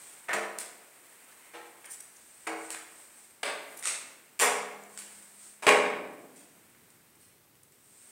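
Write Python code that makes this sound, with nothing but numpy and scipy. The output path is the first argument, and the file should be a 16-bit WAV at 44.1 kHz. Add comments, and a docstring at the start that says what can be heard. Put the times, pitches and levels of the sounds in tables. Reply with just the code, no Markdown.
"""Last wooden stairs, quiet hall

Someone slowly climbs the last wooden stairs into a quiet hall, carrying the microphone on a camera.
Footfalls are coloured noise that cracks and fills the hall, with ringing modes of board and staircase.
Soles scuff and creak between steps; clothes rustle as shaped noise, over faint hiss and a far rumble.
A few small ticks of grit follow after the last step. One channel."""
import sys
import numpy as np
from scipy import signal
from scipy.fft import rfft, irfft, next_fast_len
from scipy.io import wavfile
from scipy.ndimage import uniform_filter1d

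SR = 44100
rng = np.random.default_rng(int(sys.argv[2]) if len(sys.argv) > 2 else 0)


def log_audio(samples):
    """Write samples as a 16-bit WAV file to the path given in sys.argv[1]."""
    # one column per channel
    frames = np.atleast_2d(samples).T
    # limit to full scale, then quantise
    limited = np.clip(frames, -1, 1)
    pcm = np.round(limited * 32767).astype(np.int16)
    wavfile.write(sys.argv[1], SR, pcm)


N = 357634
TIME = np.arange(N) / SR  # seconds through the whole scene
AGE = np.arange(2 * SR) / SR  # seconds since the onset of one sound

# All levels are those ahead of the microphone.
# Footfalls on the stairs: start_s, level_db, bass_db, treble_db, knock_db, knock_pitch_hz,
# crack_db and staircase_db (both relative to level_db), with swell_s between those two
FOOTFALLS = [(.284, -34, 0, -10, 10, 2100, -4, 0.0017, -20),
             (0.3303, -30.5, -4, 0.5, -4.5, 2100, 6, 0.0011, -28),
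             (1.533, -43, -1.5, -8, 4.5, 3760, -8, .007, -26),
             (2.468, -36.5, -7, -0.5, 4, 1600, 4, 0.0038, -15),
             (3.4301, -31, -6, -0.5, 7.5, 3970, 1.5, 0.016, -26),
             (4.396, -26, -12, 8.5, -2, 2600, -3, 0.0045, -12),
             (4.413, -25.5, -8.5, 1.5, 0.5, 2500, -4, 0.0041, -2.5),
             (5.622, -32.5, -6.5, -3, -5, 1950, -8.5, 0.0046, -16),
             (5.6667, -19.5, 0.5, -3.5, 7, 2900, 4.5, 0.0036, 1.5),
             (5.6904, -24.5, -4, -6, 3, 2380, 12.5, 0.0018, -27)]
# Every trodden spot has its own voice: start_s, level_db, drop_db from one pitch to the next,
# then seven columns of pitch_hz
TREAD_VOICES = [(0.2845, -39, 1.5, 1780, 974, 2230, 1900, 780, 445, 2450),
                (0.331, -35, 1.3, 626, 674, 445, 776, 1089, 347, 1271),
                (1.534, -47, 2, 479, 823, 1299, 335, 747, 852, 710),
                (2.469, -37, 1.3, 323, 459, 716, 775, 835, 576, 415),
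                (3.432, -37.5, 1.7, 567, 615, 429, 1122, 955, 2080, 1203),
                (4.413, -32, .8, 725, 967, 472, 579, 852, 792, 1157)]
# Modes of the whole staircase: pitch_hz, level_db, t60_s
STAIRCASE_MODES = [(199, -26, 1.4), (267, -16, .9), (420, -2, .85), (451, -8, .85), (494, -5, .8),
                   (592, -6, .9), (790, -12, .7), (834, -10, .65), (942, -10, .75), (1100, -4, .75),
                   (1845, -11, .7), (2062, -12, .7), (2116, -12, .7), (2342, -11, .7), (2757, -12, .6)]
# The handrail hums after a firm step: start_s, pitch_hz, level_db, t60_s
HANDRAIL_HUMS = [(.332, 205, -45, .8), (2.469, 200, -58, .8), (3.432, 200, -62, 1), (4.42, 204.4, -54.5, 4),
                 (4.42, 161, -60, 2)]
# Soles slapping and scuffing: start_s, level_db, body_db, top_db, swell_s
SOLE_SCUFFS = [(0.5862, -43, -3.5, 1, 0.0019), (.6125, -54, 8, 3, 0.0014), (1.41, -67, 17, -14, .022),
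               (1.844, -60, 14, -7, 0.003), (2.704, -43, 1.5, 0, 0.0045), (2.7468, -55, 14, -13, 0.00046),
               (3.8258, -35, 0, -15, 0.014), (3.8553, -32.5, 1, -11, 0.0076), (3.873, -36, -6, -10, 0.0035),
               (4.3921, -31, -4.5, -1, .011), (4.9748, -48, 1, -6, 0.0029), (4.9892, -49, -1, 1, .004),
               (6.35, -53.5, -1, -0.5, 0.021), (7.19, -56, -6, 2, .038)]
# Small ticks of grit underfoot: start_s, level_db, brightness_db
GRIT_TICKS = [(6.748, -59, -12), (6.9037, -57.5, -1), (7.154, -66.5, 6), (7.5532, -58.5, -1),
              (7.722, -56, -1.5)]
# Shoe creaks: loudest_s, level_db, half_length_s, strongest_pitch_hz
SHOE_CREAKS = [(1.858, -50.5, 0.0055, 9050), (1.916, -48, 0.015, 9000), (1.94, -50.5, 0.012, 7700),
               (2.007, -46.5, .004, 8500), (2.168, -58, 0.0071, 6300), (3.776, -47.5, 0.0062, 11200),
               (3.794, -50, .006, 8900), (4.838, -55, 0.0023, 7200), (7.635, -58, 0.0025, 8500)]
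# Resonances of the shoe: pitch_hz, width_hz, level_db
SHOE_RESONANCES = [(6160, 900, -7.5), (7180, 400, -8), (10400, 540, -3), (13900, 1200, -10)]
# Sleeves and trouser legs sliding past each other: loudest_s, level_db, half_length_s
FABRIC_SWISHES = [(.06, -58.5, 0.11), (2.35, -64, 0.18), (2.67, -57, 0.057), (3, -62.5, 0.073),
                  (3.23, -63.5, 0.088), (4.98, -64.5, 0.057), (5.18, -60.5, 0.12), (5.47, -58.5, .07),
                  (8.06, -64, 0.17)]
# Rustle of heavy folds, mostly louder while walking: time_s, level_db
RUSTLE_LEVEL = [(0, -56), (.6, -60), (1.3, -58.5), (2.3, -62), (3, -59), (3.4, -65), (3.75, -54.5),
                (4.35, -65), (5.1, -59), (5.55, -64), (6.25, -63.5), (6.9, -66), (7.7, -75.5), (8.1, -65.5)]
# The far rumble, swelling in the last two seconds: time_s, level_db
RUMBLE_LEVEL = [(0, -86), (6.2, -82), (6.8, -71), (7.2, -72.5), (7.7, -72.5), (8.1, -78)]
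# Spectra of struck wood, sole, heavy folds, sliding fabric, faint hiss and far rumble:
# pitch_hz, density_db (per Hz, relative)
WOOD_SPECTRUM = [(30, -40), (70, -42), (130, -29.5), (245, -14), (320, -7), (430, -3.5), (750, -0.5),
                 (1350, -4), (2200, -2), (3200, -12.5), (4200, -17.5), (8500, -20), (11000, -27),
                 (16000, -33.5)]
SOLE_SPECTRUM = [(60, -32), (250, -15), (600, -3.5), (1200, 0), (2200, 6), (3600, 0.5), (6500, 0),
                 (9500, 2.5), (12000, -5), (16000, -5)]
FOLD_SPECTRUM = [(60, -18.5), (250, -3.5), (700, 4), (1400, 3.5), (2200, 5), (3300, -3.5), (5500, -9),
                 (9000, -6), (16000, -5.5)]
SWISH_SPECTRUM = [(2000, -11.5), (6000, -8), (7200, -7), (8100, -2), (9000, -3.5), (11000, -17),
                  (16000, -14.5)]
AIR_SPECTRUM = [(25, -27.5), (50, -20.5), (100, -12), (230, 1.5), (400, 2), (650, -5), (1500, -7),
                (2200, -8.5), (3300, -10.5), (6000, -13), (8500, -21.5), (12000, -9), (16000, -7.5)]
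RUMBLE_SPECTRUM = [(25, -16.5), (60, -12), (100, 2.5), (180, 0), (400, -14), (1000, -38.5), (4000, -69)]
# The hall by frequency band: centre_hz, t60_s, build_up_s
HALL_BANDS = [(120.1, 2.3, 0.071), (400, 1.23, 0.0047), (940, 0.91, 0.0045), (2250, 0.75, 0.00099),
              (4500, 0.64, .001), (8500, 0.53, .001), (15100, .38, .001)]

# The harder the blow, the shorter the contact: contact time at a reference level, and exponent
CONTACT_S, CONTACT_AT_DB, CONTACT_SHORTENING = 0.0026, -29, 0.81
# Corners of the tone of a blow; its top follows the treble
BASS_HZ, BODY_HZ, TREBLE_HZ, TOP_HZ = 300, 1000, 7500, 12500
TOP_DB, TOP_FOLLOWS = 1, 1.3
KNOCK_OCTAVES = 0.56  # spread of the band in which the heel knocks, or is muffled
# Low pitches of a board ring longer: t60 at a reference pitch, and exponent
TREAD_T60_S, TREAD_AT_HZ, TREAD_DAMPING = 0.8, 553, 0.12
SLAP_DB, SLAP_LOSS_DB_PER_S = 14.5, 1300  # a quick slap cracks, a slow scuff does not
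SLIDE_DB = -12.5  # faint sliding that goes with any rustle
EDGE_HZ = 15850  # upper band limit of the microphone channel


def footfalls():
    """Each blow of the shoe has its own tone and shakes the staircase; harder blows crack more briefly."""
    out = np.zeros(N)
    for s, db, bass, treble, knock, knock_hz, crack, swell, shake in FOOTFALLS:
        tone = shoe_tone(bass, treble, knock, knock_hz)
        contact_s = CONTACT_S * amp(CONTACT_AT_DB - db) ** CONTACT_SHORTENING
        impact = blow(WOOD_SPECTRUM, tone, crack, swell, crack_s=contact_s, patchy_db=3.0)
        staircase = sum(ring(hz, mode_db + shake, t60) for hz, mode_db, t60 in STAIRCASE_MODES)
        add(out, s, amp(db) * (impact + staircase))
    return out


def treads():
    """The trodden board rings at its own pitches; a firm step sets the handrail humming."""
    out = np.zeros(N)
    for s, db, drop, *pitches in TREAD_VOICES:
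        for k, hz in enumerate(pitches):
            t60 = TREAD_T60_S * (TREAD_AT_HZ / hz) ** TREAD_DAMPING
            add(out, s, ring(hz, db - k * drop, t60))
    for s, *hum in HANDRAIL_HUMS:
        add(out, s, ring(*hum))
    return out


def scuffs():
    """Bright slaps and slower scuffs of the sole in the hall, and tiny dry ticks of grit."""
    out = np.zeros(N)
    for s, db, body, top, swell in SOLE_SCUFFS:
        tone = [(2200, body), (4500, 0), (8500, 0), (12500, top)]
        crack = SLAP_DB - SLAP_LOSS_DB_PER_S * swell
        add(out, s, amp(db) * blow(SOLE_SPECTRUM, tone, crack, swell, crack_s=0.00083, patchy_db=3.0))
    for s, db, bright in GRIT_TICKS:
        grit = colour(noise(SOLE_SPECTRUM, len(AGE)), [(2000, -bright), (7000, bright)])
        decay = fade(t60=0.0085) + amp(-12.5) * fade(t60=0.34)
        add(out, s, amp(db) * grit * decay)
    return out


def creaks(slips_per_s=900, squeal_width_hz=600, rub_db=-15, wet_db=-3):
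    """Rubbing noise, roughened by random quick slips, excites narrow resonances of the shoe."""
    out = np.zeros(N)
    hz = np.fft.rfftfreq(len(AGE), 1 / SR)
    for s, db, half, pitch in SHOE_CREAKS:
        slipping = rng.random(len(AGE)) < slips_per_s / SR
        friction = rng.standard_normal(len(AGE)) * (0.73 + slipping)
        modes = [*SHOE_RESONANCES, (pitch, squeal_width_hz, 0)]
        body = sum(amp(d) / (1 + 2j * (hz - f) / w) for f, w, d in modes)
        rub = amp(rub_db) * hz / (hz + 4000)
        squeal = unit(irfft(rfft(friction) * (body + rub)))
        envelope = np.exp(-(AGE / half - 2) ** 2)  # loudest two half lengths after its onset
        add(out, s - 2 * half, amp(db) * squeal * envelope)
    tail = hall(rng.standard_normal(len(AGE)), swell=0.0063)
    echoes = signal.fftconvolve(out, tail / np.linalg.norm(tail))[:N]
    return out + amp(wet_db) * echoes


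def clothes(flutter_db=0.68):
    """Folds rustle unevenly as the body moves; each swish of smooth fabric swells and fades."""
    rustle = amp(np.interp(TIME, *np.transpose(RUSTLE_LEVEL)))
    strokes = sum(amp(db) * np.exp(-.5 * ((TIME - s) / half) ** 2) for s, db, half in FABRIC_SWISHES)
    flutter = amp(flutter_db * unit(uniform_filter1d(rng.standard_normal(N), size=900)))
    folds = noise(FOLD_SPECTRUM, N) * rustle
    swish = noise(SWISH_SPECTRUM, N) * np.hypot(strokes, amp(SLIDE_DB) * rustle)
    return (folds + swish) * flutter


def background(air_db=-64):
    """Steady faint hiss, and a far rumble that swells near the end, both coloured noise."""
    hiss = amp(air_db) * noise(AIR_SPECTRUM, N)
    rumble = noise(RUMBLE_SPECTRUM, N) * amp(np.interp(TIME, *np.transpose(RUMBLE_LEVEL)))
    return hiss + rumble


def blow(spectrum, tone, crack_db, swell, crack_s, patchy_db, ripple_db=7.0, lowest_hz=130):
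    """A short direct crack, then reflections that are patchy at first and soon merge."""
    patches = unit(uniform_filter1d(rng.standard_normal(len(AGE)), size=50))
    clumps = amp(patchy_db * patches * np.exp(-AGE / 0.076))
    voice = colour(colour(noise(spectrum, len(AGE)), tone), ripple(ripple_db))
    echoes = hall(voice, swell) * clumps
    # reversed: the crack has the colour of its echoes but not their waveform
    direct = voice[::-1] * np.exp(1 - AGE / crack_s) * AGE / crack_s
    # boards and soles are too small to radiate deep bass
    highpass = signal.butter(4, lowest_hz, "high", fs=SR, output="sos")
    return signal.sosfilt(highpass, echoes + amp(crack_db) * direct)


def shoe_tone(bass_db, treble_db, knock_db, knock_hz):
    """The colour of one blow, dull or bright, with the heel's knock as a hump or hollow: (Hz, dB)."""
    hz = np.geomspace(100, 16000, num=60)
    top_db = TOP_DB + TOP_FOLLOWS * treble_db
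    slope = [(BASS_HZ, bass_db), (BODY_HZ, 0), (TREBLE_HZ, treble_db), (TOP_HZ, top_db)]
    knock = knock_db * np.exp(-.5 * (np.log2(hz / knock_hz) / KNOCK_OCTAVES) ** 2)
    return np.c_[hz, read(slope, hz) + knock]


def ripple(depth_db):
    """Crowded small resonances that differ from one blow to the next, of mean power 1: (Hz, dB)."""
    hz = np.geomspace(300, 16000, num=160)
    db = rng.uniform(-depth_db, depth_db, len(hz))
    return np.c_[hz, db - 10 * np.log10(np.mean(amp(db) ** 2))]


def ring(hz, db, t60, swell=0.015):
    """One mode that builds up and dies away, a sine of random phase."""
    envelope = fade(t60) * (1 - np.exp(-AGE / swell))
    return amp(db) * envelope * np.sin(2 * np.pi * (hz * AGE + rng.random()))


def hall(x, swell):
    """Lets a steady sound build up and die away in the hall, the bass more slowly than the treble."""
    hz, spectrum = np.fft.rfftfreq(len(x), 1 / SR), rfft(x)
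    centres, t60s, rises = np.transpose(HALL_BANDS)
    out = np.zeros(len(x))
    for row, t60, rise in zip(np.eye(len(HALL_BANDS)), t60s, rises):
        share = read(np.c_[centres, row], hz)  # overlapping bands that add up to the whole
        out += irfft(spectrum * share) * fade(t60) * (1 - np.exp(-AGE / (swell + rise)))
    return out


def fade(t60):
    """Exponential decay by 60 dB in t60 seconds."""
    return np.exp(-np.log(1000) * AGE / t60)


def noise(points, size):
    """Noise of rms 1 with the given spectrum."""
    return unit(colour(rng.standard_normal(size), points))


def colour(x, points):
    """Filters x by a table of (Hz, dB)."""
    size = next_fast_len(len(x))
    gain = amp(read(points, np.fft.rfftfreq(size, 1 / SR)))
    return irfft(rfft(x, size) * gain, size)[:len(x)]


def read(points, hz):
    """A table joined by straight lines over log frequency."""
    f, value = np.transpose(points)
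    return np.interp(np.log(hz + 1), np.log(f), value)


def add(mix, s, sound):
    """Mixes a sound in at time s."""
    part = mix[max(round(s * SR), 0):][:len(sound)]
    part += sound[:len(part)]


def amp(db):
    """Amplitude factor of a level in dB."""
    return 10 ** (np.asarray(db) / 20)


def unit(x):
    """Scales x to rms 1."""
    return x / np.sqrt(np.mean(x ** 2) + 1e-20)


def scene():
    """Everything at the hand-held camera's microphone, one channel."""
    return (footfalls() + treads() + scuffs() + creaks() + clothes() + background())[None]


def record(dry, port_hz=8450, port_q=6, port_db=8):
    """The microphone port adds a treble resonance to the sound; then the band limit."""
    resonance = signal.lfilter(*signal.iirpeak(port_hz, port_q, fs=SR), dry)
    heard = dry + amp(port_db) * resonance
    lowpass = signal.firwin(511, EDGE_HZ, window=("kaiser", 9), fs=SR)
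    return signal.oaconvolve(heard, lowpass[None], "same")


dry = scene()
out = record(dry)
log_audio(out)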